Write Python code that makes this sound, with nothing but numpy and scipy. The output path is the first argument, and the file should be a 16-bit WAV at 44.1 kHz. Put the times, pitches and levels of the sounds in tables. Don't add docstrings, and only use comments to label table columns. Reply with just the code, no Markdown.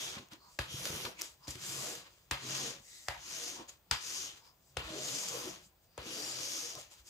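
import sys
import numpy as np
from scipy import signal
from scipy.fft import rfft, irfft, next_fast_len
from scipy.io import wavfile

SR = 44100
rng = np.random.default_rng(int(sys.argv[2]) if len(sys.argv) > 2 else 0)


def makeup_ratio(level_db):
    decades = np.asarray(level_db, float) / 20
    return 10 ** decades


def to_wav(sig):
    pcm = np.clip(np.atleast_2d(sig), -1, 1) * 32767
    pcm = np.round(pcm).astype(np.int16)
    wavfile.write(sys.argv[1], SR, pcm.T)


N = 312669

# (time [s], crack peak [dB], cupped air [Hz], cupped air [dB], sheet flap [Hz], sheet flap [dB])
LANDINGS = [
    (0.588, -32.5, 553, -38.5, 1700, -35.5),
    (1.48, -31, 534, -47.5, 2460, -68),
    (2.31, -27, 1100, -43, 2010, -32.5),
    (3.0834, -26, 700, -38, 1670, -34.5),
    (3.9107, -17.5, 1530, -31.5, 3040, -31),
    (4.768, -32, 514, -40, 3000, -42),
    (5.977, -38, 490, -43, 1420, -61),
]


def rms_one(x):
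    return x / np.sqrt(np.mean(x ** 2) + 1e-20)


def filtered(x, order, hz, kind):
    return signal.sosfilt(signal.butter(order, hz, kind, fs=SR, output="sos"), x)


def at_hz(points, hz):
    curve_hz, values = np.array(points).T
    return np.interp(np.log(hz), np.log(curve_hz), values)


def in_time(rows):
    s, *columns = np.transpose(rows)
    s = np.maximum.accumulate(s)
    return [np.interp(np.arange(N) / SR, s, column) for column in columns]


def drift(rate):
    r = np.exp(-80 * np.pi * rate / SR)
    slow = signal.lfilter([1], [1, -2 * r, r * r], rng.standard_normal(N // 40 + 2002))[2000:]
    return np.interp(np.arange(N) / 40, np.arange(len(slow)), rms_one(slow))


def resonance(x, hz, width_hz):
    r = np.exp(-np.pi * width_hz / SR)
    zeros = np.array([1, 0, -1]) * (1 - r * r) / 2
    return signal.lfilter(zeros, [1, -2 * r * np.cos(2 * np.pi * hz / SR), r * r], x)


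def ring(x, hz, t60):
    r, w = makeup_ratio(-60 / (t60 * SR)), 2 * np.pi * hz / SR
    return signal.lfilter([0, np.sin(w)], [1, -2 * r * np.cos(w), r * r], x)


def push(t, length_s):
    return np.where(t < length_s, np.sin(np.pi * t / length_s) ** 2, 1e-18)


def coloured(source, spectrum, patchy_db, lift_db=lambda hz: 0):
    # (frequency [Hz], likeness [0..1])
    likeness = [(60, .99), (250, 0.64), (700, 0.72), (2800, 0.19), (5200, 0.32), (6800, 0.53), (8300, 0.14),
                (11000, 0.095), (13000, 0.45), (15000, 0.7)]
    out, total = 0, 0
    edges = 28 * 2 ** np.arange(0, 9.3, 1 / 3)
    for k, (low, high) in enumerate(zip(edges, edges[1:])):
        hz = np.sqrt(low * high)
        if not spectrum[0][0] < hz < spectrum[-1][0]:
            continue
        mid, side = filtered(source[k % 2], 2, [low, high], "band")
        alike = np.clip(at_hz(likeness, hz), 0, 1)
        level = makeup_ratio(at_hz(spectrum, hz))
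        total += level ** 2 * (high - low) / SR * 4
        gain = level * makeup_ratio(patchy_db * drift(15.6) + lift_db(hz))
        out = out + gain * (np.sqrt(1 + alike) * mid + np.sqrt(1 - alike) * side * [[1], [-1]])
    return out / np.sqrt(total)


def spread(pair, side_db, hz):
    mid, side = pair
    side = makeup_ratio(side_db) * filtered(side, 1, hz, "high")
    return mid + side * [[1], [-1]]


def nearer_left(pair):
    left_lead = 7.3
    size = next_fast_len(N + 64)
    phase = np.minimum(np.fft.rfftfreq(size) * left_lead, 2)
    turn = np.exp(-2j * np.pi * phase)
    return np.array([pair[0], irfft(rfft(pair[1], size) * turn, size)[:N]])


def add(out, s, sound, pan_db):
    i = round(s * SR)
    out[:, i:i + sound.shape[-1]] += sound[..., :N - i] * makeup_ratio([[pan_db / 2], [-pan_db / 2]])


def swell(s, length):
    near = slice(max(int((s - 3 * length) * SR), 0), int((s + 3 * length) * SR))
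    t = np.arange(N)[near] / SR
    return near, np.exp(-((t - s) / length) ** 2)


def quiet_floor():
    # (frequency [Hz], density [dB per Hz])
    quiet = [(18, -37), (30, 11), (90, -0.5), (244, -12.5), (293, -9.5), (412, -13), (610, -9.5),
             (904, -13.5), (1450, -18.5), (7350, -28), (9060, -17), (12400, -51), (14500, -11),
             (15700, -22)]
    return makeup_ratio(-69) * coloured(rng.standard_normal((2, 2, N)), quiet, 0.74)


def envelope_db(t, full, rise, hold, fall, rise_bend, fall_bend):
    early = np.maximum(full - t, 0) / max(rise, .003)
    late = np.maximum(t - full - hold, 0) / max(fall, .003)
    landing = min([s for s, *rest in LANDINGS if s > full] + [99])
    slopes_db = np.maximum(-20 * (early ** rise_bend + late ** fall_bend), -150)
    return np.where(t < landing, slopes_db, -150)


def stroke_controls():
    # (full speed time [s], rise [s], hold [s], fall [s], skin hiss [dB])
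    strokes = [(0.0, 0.11, 0.011, 0.21, -44), (0.731, 0.065, 0.085, 0.23, -49),
               (0.855, 0.15, .15, .14, -47.5), (1.686, 0.12, 0.16, 0.2, -44),
               (2.543, 0.17, 0.085, 0.15, -42), (3.376, 0.2, 0.073, 0.18, -44),
               (4.108, 0.15, 0.088, 0.15, -43), (5.125, .26, 0.057, 0.24, -41),
               (5.339, 0.1, 0.068, 0.2, -47), (6.159, 0.15, 0.073, 0.26, -45.5),
               (6.475, 0.21, 0.066, 0.3, -42)]
    # (skin hiss [Hz], sheet [dB], table [dB], fibres [dB], weight [dB])
    grips = [(6100, -5, -9, -10.5, -60.5), (5900, -9, -11.5, -9, -61), (5900, -1.5, -5, -4, -57.5),
             (7370, -6, -9, -8, -60), (6400, -5, -7.5, -12, -58), (6300, -7, -11, -11, -68),
             (6370, -8, -14.5, -11.5, -68), (6900, -8, -9, -11.5, -59), (6400, -4, -6, -7.5, -61),
             (5120, -5.5, -6.5, -9.5, -63.5), (6100, -9, -13.5, -11, -68)]
    # (time [s], rise [s], fall [s], hiss [dB],
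    # sheet against hiss [dB])
    touches = [(0.188, 0.11, 0.0092, -62, 13.5), (0.325, 0.021, 0.054, -59.5, 5.5),
               (.54, 0.19, 0.27, -66, -9), (.856, 0.014, 0.071, -46, 0.5),
               (1.065, 0.048, 0.03, -62.5, 15.5), (1.195, 0.014, 0.092, -51.5, -0.5),
               (1.235, 0.074, 0.11, -49.5, -5.5), (1.455, 0.089, 0.14, -67.5, -1.5),
               (1.48, .012, 0.018, -59, -6), (1.052, .003, .01, -44.5, 5),
               (1.556, 0.0035, 0.0072, -50, 1.5), (6.07, 0.042, 0.12, -52, -2),
               (1.474, .002, .012, -52, -3), (5.84, 0.05, 0.044, -75, -14), (1.508, .004, .01, -43, -10),
               (2.07, 0.037, 0.036, -67.5, 8), (2.12, 0.14, 0.3, -70, -2), (2.94, 0.23, 0.58, -57, -11),
               (3.61, 0.06, 0.056, -69.5, 11.5), (3.693, 0.018, 0.028, -53, -3),
               (3.72, 0.028, 0.075, -65, -1), (4.37, 0.11, 0.087, -63.5, -0.5),
               (4.463, 0.056, 0.073, -68.5, -1), (4.69, 0.15, 0.11, -71, -15), (4.87, 0.073, 0.4, -56, 5.5),
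               (5.288, .015, .015, -40, -27), (5.66, 0.11, 0.044, -63.5, -24.5),
               (6.79, .02, 0.084, -52, -7), (6.92, 0.024, 0.06, -56, -4), (7.0, 0.085, 0.038, -63.5, -3),
               (7.08, 0.044, .1, -57, -8)]
    # (time [s], rise [s], fall [s], table drone [dB], palm hollow [Hz])
    presses = [(.2, 0.068, 0.065, -53, 330), (.34, .03, 0.11, -60, 350), (.92, 0.1, 0.089, -51, 453),
               (1.065, 0.047, 0.079, -44, 467), (1.5, 0.039, 0.053, -55, 350),
               (1.22, 0.015, 0.048, -52, 456), (1.56, 0.022, 0.048, -52, 310), (1.92, 0.23, 0.12, -53, 500),
               (2.45, 0.035, .08, -52, 350), (2.66, 0.14, 0.091, -49.5, 423), (3.61, 0.12, 0.067, -51, 420),
               (4.97, 0.16, 0.12, -47, 450), (5.37, 0.11, 0.098, -47, 464), (5.48, 0.12, 0.069, -49.5, 385),
               (6.1, 0.074, 0.13, -48, 342), (6.58, 0.073, 0.053, -60, 350),
               (6.78, 0.061, 0.05, -52.5, 640)]
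    # (hiss [dB], sheet [dB], table [dB], fibres [dB], decay [dB per s])
    settles = [(-50.5, 7, 0, -4.5, 170), (-49, -2.5, -8, -6, 131), (-48.5, 8.5, 3, -5.5, 228),
               (-56, 6, -9, -5, 124), (-43, 6.5, -8.5, -9.5, 205), (-55, 9.5, 5, -6, 138),
               (-63, 11, 10.5, -5, 88)]
    rise_bend, fall_bend, touch_bend = 1.94, 2.13, 1.36
    sheet_follows, fibre_follows, weight_follows = 0.7, 1.21, 0.4
    table_wakes, table_follows = 1.5, 0.77
    hiss_sag_hz_per_s, weight_sag_db_per_s = 340, 9
    hollow_start_hz, hollow_opens_hz, hollow_s = 350, 140, 0.068
    touch_hz, touch_hollow_hz, touch_table_db, touch_fibre_db = 7430, 473, -8, -9.5

    t = np.arange(0, N + 32, 32) / SR
    flat = 0 * t
    # hiss dB, then sheet, table and fibres against it, weight dB, hiss Hz, hollow Hz
    moves = [(-84 + flat, 0, 0, -8.0, -83.5, touch_hz, touch_hollow_hz)]
    for (full, rise, hold, fall, db), (hz, sheet_db, table_db, fibre_db, weight_db) in zip(strokes, grips):
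        swing_db = envelope_db(t, full, rise, hold, fall, rise_bend, fall_bend)
        along = np.clip(t - full + rise, 0, rise + hold + fall)
        table_share = np.where(t < full, table_wakes, table_follows)
        moves.append((db + swing_db,
                      sheet_db + (sheet_follows - 1) * swing_db,
                      table_db + (table_share - 1) * swing_db,
                      fibre_db + (fibre_follows - 1) * swing_db,
                      weight_db + weight_follows * swing_db - weight_sag_db_per_s * (along - rise),
                      hz - hiss_sag_hz_per_s * (along - rise),
                      hollow_start_hz + hollow_opens_hz * np.tanh(along / hollow_s / 2)))
    for s, rise, fall, db, sheet_db in touches:
        touch_db = db + envelope_db(t, s, rise, 0, fall, touch_bend, touch_bend)
        moves.append((touch_db, sheet_db, sheet_db + touch_table_db, touch_fibre_db, -150,
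                      touch_hz, touch_hollow_hz))
    for s, rise, fall, db, hz in presses:
        drone_db = db + envelope_db(t, s, rise, 0, fall, touch_bend, touch_bend)
        moves.append((flat - 150, 0, 150 + drone_db, 0, -150, touch_hz, hz))
    for (s, *rest), (db, sheet_db, table_db, fibre_db, dies_db) in zip(LANDINGS, settles):
        dying_db = np.maximum(db - dies_db * (t - s - .012), -150)
        moves.append((np.where(t > s + .002, dying_db, -150), sheet_db, table_db, fibre_db, -150,
                      touch_hz, touch_hollow_hz))

    columns = [np.array([move[k] + flat for move in moves]) for k in range(7)]
    hiss_db, sheet_db, table_db, fibre_db, weight_db, hz, hollow_hz = columns
    hiss, weight = makeup_ratio(2 * hiss_db), makeup_ratio(2 * weight_db)
    sheet, table, fibre = [makeup_ratio(2 * (hiss_db + db)) for db in (sheet_db, table_db, fibre_db)]
    all_hiss = hiss.sum(0)
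    ratios = [all_hiss, sheet.sum(0) / all_hiss, table.sum(0) / all_hiss, fibre.sum(0) / all_hiss, weight.sum(0)]
    levels = [10 * np.log10(ratio) for ratio in ratios]
    pitches = [(hiss * hz).sum(0) / all_hiss, (table * hollow_hz).sum(0) / table.sum(0)]
    return in_time(np.transpose([t] + levels + pitches))


def grit(per_s, spread_db):
    sizes = makeup_ratio(spread_db * np.minimum(rng.exponential(1, N), 4))
    born = rng.random(N) < per_s / SR
    return rms_one(rng.standard_normal((2, 2, N)) * (.5 + sizes * born))


def mode_bank(drive, modes, centre_hz, octaves, wander_db):
    total, power = 0, 0
    for k, (hz, width_hz, db) in enumerate(modes):
        weight = makeup_ratio(db - 4.34 * (np.log2(hz / centre_hz) / octaves) ** 2)
        sound = (-1) ** k * makeup_ratio(wander_db * drift(6.2)) * rms_one(resonance(drive, hz, width_hz))
        total = total + weight * sound
        power = power + weight ** 2
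    return total / np.sqrt(power)


def slide():
    # (frequency [Hz], density [dB per Hz])
    sheet_spectrum = [(410, -32), (700, -25.5), (850, -10.5), (1010, -7), (2220, -6.5), (2770, -2.5),
                      (4410, -4), (6340, 1.5), (8540, -8), (13400, -15.5), (15500, -21)]
    # (frequency [Hz], width [Hz], level [dB])
    top_modes = [(223, 48, 1), (320.3, 46, -1.5), (382, 32, -5), (487, 54, -4.5), (560, 23, -8),
                 (616, 53, -5.5), (719.7, 15, -7.5), (788, 40, -7)]
    # (frequency [Hz], width [Hz], level [dB])
    frame_modes = [(59.4, 19, -8), (93.6, 13, -8.5), (131.9, 6.3, -0.5), (184.5, 23, -1.5)]
    hiss_db, sheet_db, table_db, fibre_db, weight_db, centre_hz, hollow_hz = stroke_controls()
    pressure_db = hiss_db + 0.39 * drift(25)
    boom_db = sheet_db + 5.0
    fibre_lift_db = fibre_db + 9.0

    def lift_db(hz):
        if hz < 4300:
            return boom_db * (1 + 0.3 * np.log2(2200 / hz))
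        if hz > 8500:
            return fibre_lift_db
        return -3.0

    friction = grit(1500, 2.1)
    paper = nearer_left(coloured(friction, sheet_spectrum, 0.97, lift_db))
    ridges = [(hz, 380.0, 0) for hz in np.arange(4800, 8200, 330)]
    skin = spread(mode_bank(friction[0], ridges, centre_hz, 0.14, .9), -16.0, 500)
    skin = makeup_ratio(-4.0 - 0.49 * np.clip(boom_db, -6, 6)) * skin
    shake = rng.standard_normal((2, N))
    drone = nearer_left(spread(mode_bank(shake, top_modes, hollow_hz, 0.69, 2.4), -8.0, 360))
    drone = makeup_ratio(hiss_db + table_db - 2.0) * drone
    frame = makeup_ratio(weight_db + 0.7) * spread(mode_bank(shake, frame_modes, 130, 3.3, 2.6), -12.0, 300)
    return makeup_ratio(pressure_db + 3.5) * (paper + skin) + drone + frame


def brushes():
    # (time [s], length [s], level [dB], centre [Hz])
    noise_swells = [(0.464, 0.056, -64, 1020), (0.45, 0.07, -68.5, 4400), (1.447, 0.017, -62.5, 5000),
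                    (4.465, 0.056, -70.5, 5000), (6.36, 0.25, -54, 4700), (5.38, 0.12, -55, 1050),
                    (1.856, 0.064, -54.5, 604), (1.204, 0.031, -53, 2350), (1.065, 0.0084, -46.5, 1030),
                    (1.45, 0.04, -64, 980), (3.602, 0.046, -56, 950), (4.463, 0.07, -70, 980),
                    (6.775, 0.018, -55, 1050), (6.78, .03, -58, 650), (6.93, 0.022, -76, 890),
                    (0.05, 0.099, -48, 3380), (.72, 0.044, -52, 3200), (0.784, .04, -53, 3200),
                    (0.97, 0.061, -53, 3020), (2.95, 0.1, -66.5, 2000), (2.96, 0.074, -62, 3900),
                    (3.115, 0.026, -53, 850), (3.165, 0.018, -56, 880), (3.14, .04, -56, 1900),
                    (4.18, .08, -56, 3100), (1.8, .1, -58, 1100), (3.695, 0.01, -50, 6800),
                    (6.29, 0.08, -48, 7100), (6.6, 0.066, -62, 1330), (0.167, .012, -56, 2300),
                    (6.2, .03, -55.5, 640), (3.1, 0.024, -55, 1900), (3.96, 0.033, -51, 4900),
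                    (4.3, 0.045, -58, 3040), (4.8, 0.022, -49, 2900), (6.13, 0.065, -55, 2940)]
    out = np.zeros((2, N))
    noise = rng.standard_normal((2, N))
    for s, length, db, hz in noise_swells:
        near, bell = swell(s, length)
        hollow = resonance(noise[:, near], hz, 0.2 * hz ** .5 * 33)
        hollow = resonance(hollow, hz, 0.56 * hz)
        out[:, near] += makeup_ratio(db) * bell * rms_one(hollow)
    return spread(out, -4.0, 300)


def bumps():
    # (time [s], peak [dB], frequency [Hz])
    fingers = [(0.167, -41, 217), (0.19, -49, 125), (0.32, -51, 209), (0.738, -38, 129), (0.897, -40, 150),
               (0.927, -46, 95), (0.959, -44, 170), (.865, -38, 600), (.901, -40, 400), (.927, -40, 362),
               (.965, -44, 230), (0.741, -44, 334), (.48, -65, 220), (1.478, -41, 300), (2.8, -55.5, 220),
               (4.9, -46, 200), (6.64, -54, 500), (1.048, -40, 550), (1.075, -41, 430), (1.571, -52, 102),
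               (2.5, -57, 126), (1.047, -43.5, 123), (3.16, -52, 60), (1.549, -43, 128), (2.43, -53, 133),
               (3.596, -47.5, 296), (4.442, -69, 91.5), (4.838, -42, 61), (5.455, -48, 299),
               (6.063, -44, 267), (6.765, -49, 141), (6.989, -54, 58.6)]
    out, t = np.zeros((2, N)), np.arange(SR // 3) / SR
    for s, peak_db, hz in fingers:
        finger = ring(push(t, min(.006, 0.8 / hz)), hz, 9.1 / hz)
        add(out, s, makeup_ratio(peak_db) * finger / abs(finger).max(), 0)
    return out


def snaps():
    # (time [s], peak [dB], centre [Hz], body [dB], left over right [dB])
    creases = [(0.2858, -50, 5780, -60, -1.0), (0.3188, -49, 4840, -59, -3), (0.333, -40, 4600, -51, 0.0),
               (0.854, -22, 6100, -35.5, -4), (0.902, -29, 5000, -42, 1), (1.2128, -22.5, 5500, -40, 2),
               (1.2174, -19.5, 6400, -41, 4), (1.4712, -41, 4960, -50, 6), (1.5055, -30, 6960, -55, 1.0),
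               (1.553, -41, 6260, -50, 2.5), (1.87, -28, 6960, -42, 0), (3.685, -51, 6460, -54, 0),
               (5.2846, -30.5, 5900, -61, -11), (6.752, -29, 6100, -60, 5), (6.938, -45, 6800, -52, 1.5)]
    out, t = np.zeros((2, N)), np.arange(SR // 40) / SR
    for s, peak_db, hz, body_db, pan_db in creases:
        burst = rng.standard_normal(len(t)) * (np.exp(-t / 0.00049) + 0.12 * np.exp(-t / 0.004))
        click = resonance(burst, hz, 0.32 * hz) + 0.24 * np.diff(burst, prepend=0)
        body = resonance(burst, 1200, 2600)
        snap = makeup_ratio(peak_db) * click / abs(click).max()
        snap = snap + makeup_ratio(min(body_db + 8.5, peak_db - 4.0)) * body / abs(body).max()
        add(out, s + 0.0008, snap, pan_db)
    return out


def thumps():
    # (frequency [Hz], level [dB], t60 [s])
    palm_modes = [(67, -5, 0.13), (89, -2.5, 0.096), (126.6, -4, 0.15), (224, -8, 0.051), (300, -12, .04),
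                  (430, -16, .03)]
    # (time [s], peak [dB])
    palms = [
        (0.587, -32.5),
        (1.477, -39.5),
        (2.309, -35.5),
        (3.081, -40.5),
        (3.907, -34.5),
        (4.767, -35.5),
        (5.978, -44),
    ]
    out, t = np.zeros((2, N)), np.arange(SR // 3) / SR
    palm = sum(makeup_ratio(db) * ring(push(t, .006), hz, t60) for hz, db, t60 in palm_modes)
    for s, thump_db in palms:
        add(out, s + 0.005, makeup_ratio(thump_db + 3.0) * palm / abs(palm).max(), 0)
    return out


def slaps():
    # (knock of sheet on wood [dB], contact [s], rattle [dB], rattle decay [s], left over right [dB])
    knocks = [(-31, 0.00446, -16, 0.027, 3.5), (-48, 0.0019, -14, .02, 1.5),
              (-28.5, 0.005, -11.5, 0.038, 2), (-31.5, 0.0031, -11.5, 0.037, 2),
              (-26.5, 0.0036, -11.5, 0.031, 1.5), (-31.5, 0.0049, -14, 0.028, 3),
              (-43, 0.0037, -9, 0.028, 3)]
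    # (centre [Hz], fine top crackle [dB])
    cracks = [(5000, -38), (5500, -46), (6500, -37), (5700, -36), (6040, -31), (6460, -44), (7000, -52)]
    out, t = np.zeros((2, N)), np.arange(SR // 4) / SR
    for landing, knock, (crack_hz, top_db) in zip(LANDINGS, knocks, cracks):
        s, crack_db, cup_hz, cup_db, flap_hz, flap_db = landing
        body_db, contact_s, rattle_db, rattle_s, pan_db = knock
        contact = np.minimum(t / (0.47 * contact_s), 1) ** 2
        contact = contact * np.exp(-np.maximum(t - contact_s, 0) / 0.00047)
        rattle = contact + makeup_ratio(rattle_db) * np.exp(-t / rattle_s) * (t > .8 * contact_s)
        noise = rng.standard_normal((3, 1, len(t))) + 0.64 * rng.standard_normal((3, 2, len(t)))
        crack = filtered(noise[0] * contact, 3, [crack_hz / 1.35, crack_hz * 1.4], "band")
        cup = resonance(noise[1] * rattle, cup_hz, 0.28 * cup_hz)
        flap = resonance(noise[2] * rattle, flap_hz, 0.17 * flap_hz)
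        body = filtered(noise[0, :, ::-1] * rattle, 2, [650, 3200], "band")
        top = filtered(noise[1] * contact, 3, 9500, "high")
        parts = [(crack_db, crack), (cup_db + 9.0, cup), (flap_db + 8.5, flap), (body_db + 5.0, body), (top_db, top)]
        slap = sum(makeup_ratio(db) * part / abs(part).max() for db, part in parts)
        add(out, s - .0007, slap, pan_db)
    return out


def sings():
    # (time [s], length [s], level [dB], frequency [Hz])
    catches = [(.869, 0.033, -56, 511), (.937, .028, -55.5, 430), (1.722, 0.021, -56, 322),
               (1.773, .042, -54.5, 134), (1.843, 0.021, -53.5, 591), (1.938, 0.054, -57.5, 473),
               (2.469, 0.036, -57, 317.6), (2.513, 0.074, -53.5, 129), (2.628, .019, -57, 366),
               (2.668, 0.028, -53, 467), (3.438, 0.04, -56.5, 479.4), (4.956, .039, -51.5, 322),
               (4.966, .021, -53.5, 409), (5.009, 0.017, -51.5, 624), (5.076, 0.025, -55.5, 479),
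               (5.127, .034, -55, 134), (5.154, 0.028, -56.5, 274), (5.351, 0.023, -47.5, 473),
               (5.438, 0.024, -52, 483), (5.475, .018, -49, 366), (6.09, .031, -53.5, 322),
               (6.193, .021, -54, 419), (6.42, .06, -59, 501), (6.564, .034, -57.5, 333),
               (6.654, .028, -56.5, 479)]
    out, t = np.zeros(N), np.arange(N) / SR
    wobble = 0.5 * drift(20)
    starts = rng.uniform(0, 2 * np.pi, len(catches))
    for (s, length, db, hz), start in zip(catches, starts):
        near, bell = swell(s, length)
        out[near] += makeup_ratio(db + 4.0) * bell * np.sin(2 * np.pi * hz * t[near] + start + wobble[near])
    return out


def room(x):
    t60_s, wall_cut_hz = 0.39, 4200
    size = next_fast_len(N + SR)
    hz = np.fft.rfftfreq(size, 1 / SR)
    turn = np.exp(-2j * np.pi * hz / SR)
    t60 = t60_s / (1 + hz / wall_cut_hz)
    lags = (rng.uniform(.004, .022, (2, 8)) * SR).astype(int)
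    out = []
    for side in lags:
        loops = [makeup_ratio(-60 * lag / SR / t60) * turn ** lag for lag in side]
        h = sum((-1) ** k * g / (1 - g) for k, g in enumerate(loops))
        for lag in rng.integers(40, 200, 3):
            h = h * (turn ** lag - .6) / (1 - 0.5 * turn ** lag)
        out.append(irfft(h * rfft(x, size), size)[:N])
    return np.array(out)


def scene():
    # (time [s], left over right [dB])
    place = [(0, -1.5), (.5, -2), (1.2, -1), (2.5, -0.8), (4.2, 0), (5.2, -0.4), (7.09, -0.7)]
    rub = slide() + nearer_left(brushes() + sings())
    hits = snaps() + slaps()
    echo = filtered(room(hits.mean(axis=0) + rub.mean(axis=0)), 2, 600, "high")
    place_db, = in_time(place)
    direct = (rub + hits) * makeup_ratio(place_db * [[.5], [-.5]])
    return direct + makeup_ratio(-18.5) * echo + bumps() + thumps() + quiet_floor()


def low_pass(x):
    return signal.sosfilt(signal.butter(12, 16520, fs=SR, output="sos"), x)


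def record(dry):
    # (frequency [Hz], left over right [dB])
    lean_curve = [(60, .1), (250, .5), (1000, 1.2), (2200, 1.2), (5000, 4.2), (6300, 4.4), (8600, 1.2),
                  (12400, -2.5), (14500, .3)]
    # (frequency [Hz], width [Hz], level [dB])
    port = (4910, 214, 5.44)
    size = next_fast_len(N + 4096)
    lean = makeup_ratio(at_hz(lean_curve, np.fft.rfftfreq(size, 1 / SR) + 1) / 2)
    x = irfft(rfft(dry, size) * [lean, 1 / lean], size)[:, :N]
    port_hz, port_width_hz, port_db = port
    x = x + (makeup_ratio(port_db) - 1) * resonance(x, port_hz, port_width_hz)
    self_noise = filtered(rng.standard_normal((2, N)), 8, 14200, "high")
    x = x + makeup_ratio(-65.5) * spread(self_noise, -4.0, 300)
    x = filtered(x, 4, 52, "high")
    x = signal.sosfilt(signal.cheby2(16, 40, 15850, fs=SR, output="sos"), x)
    return low_pass(x)


dry = scene()
out = record(dry)
to_wav(out)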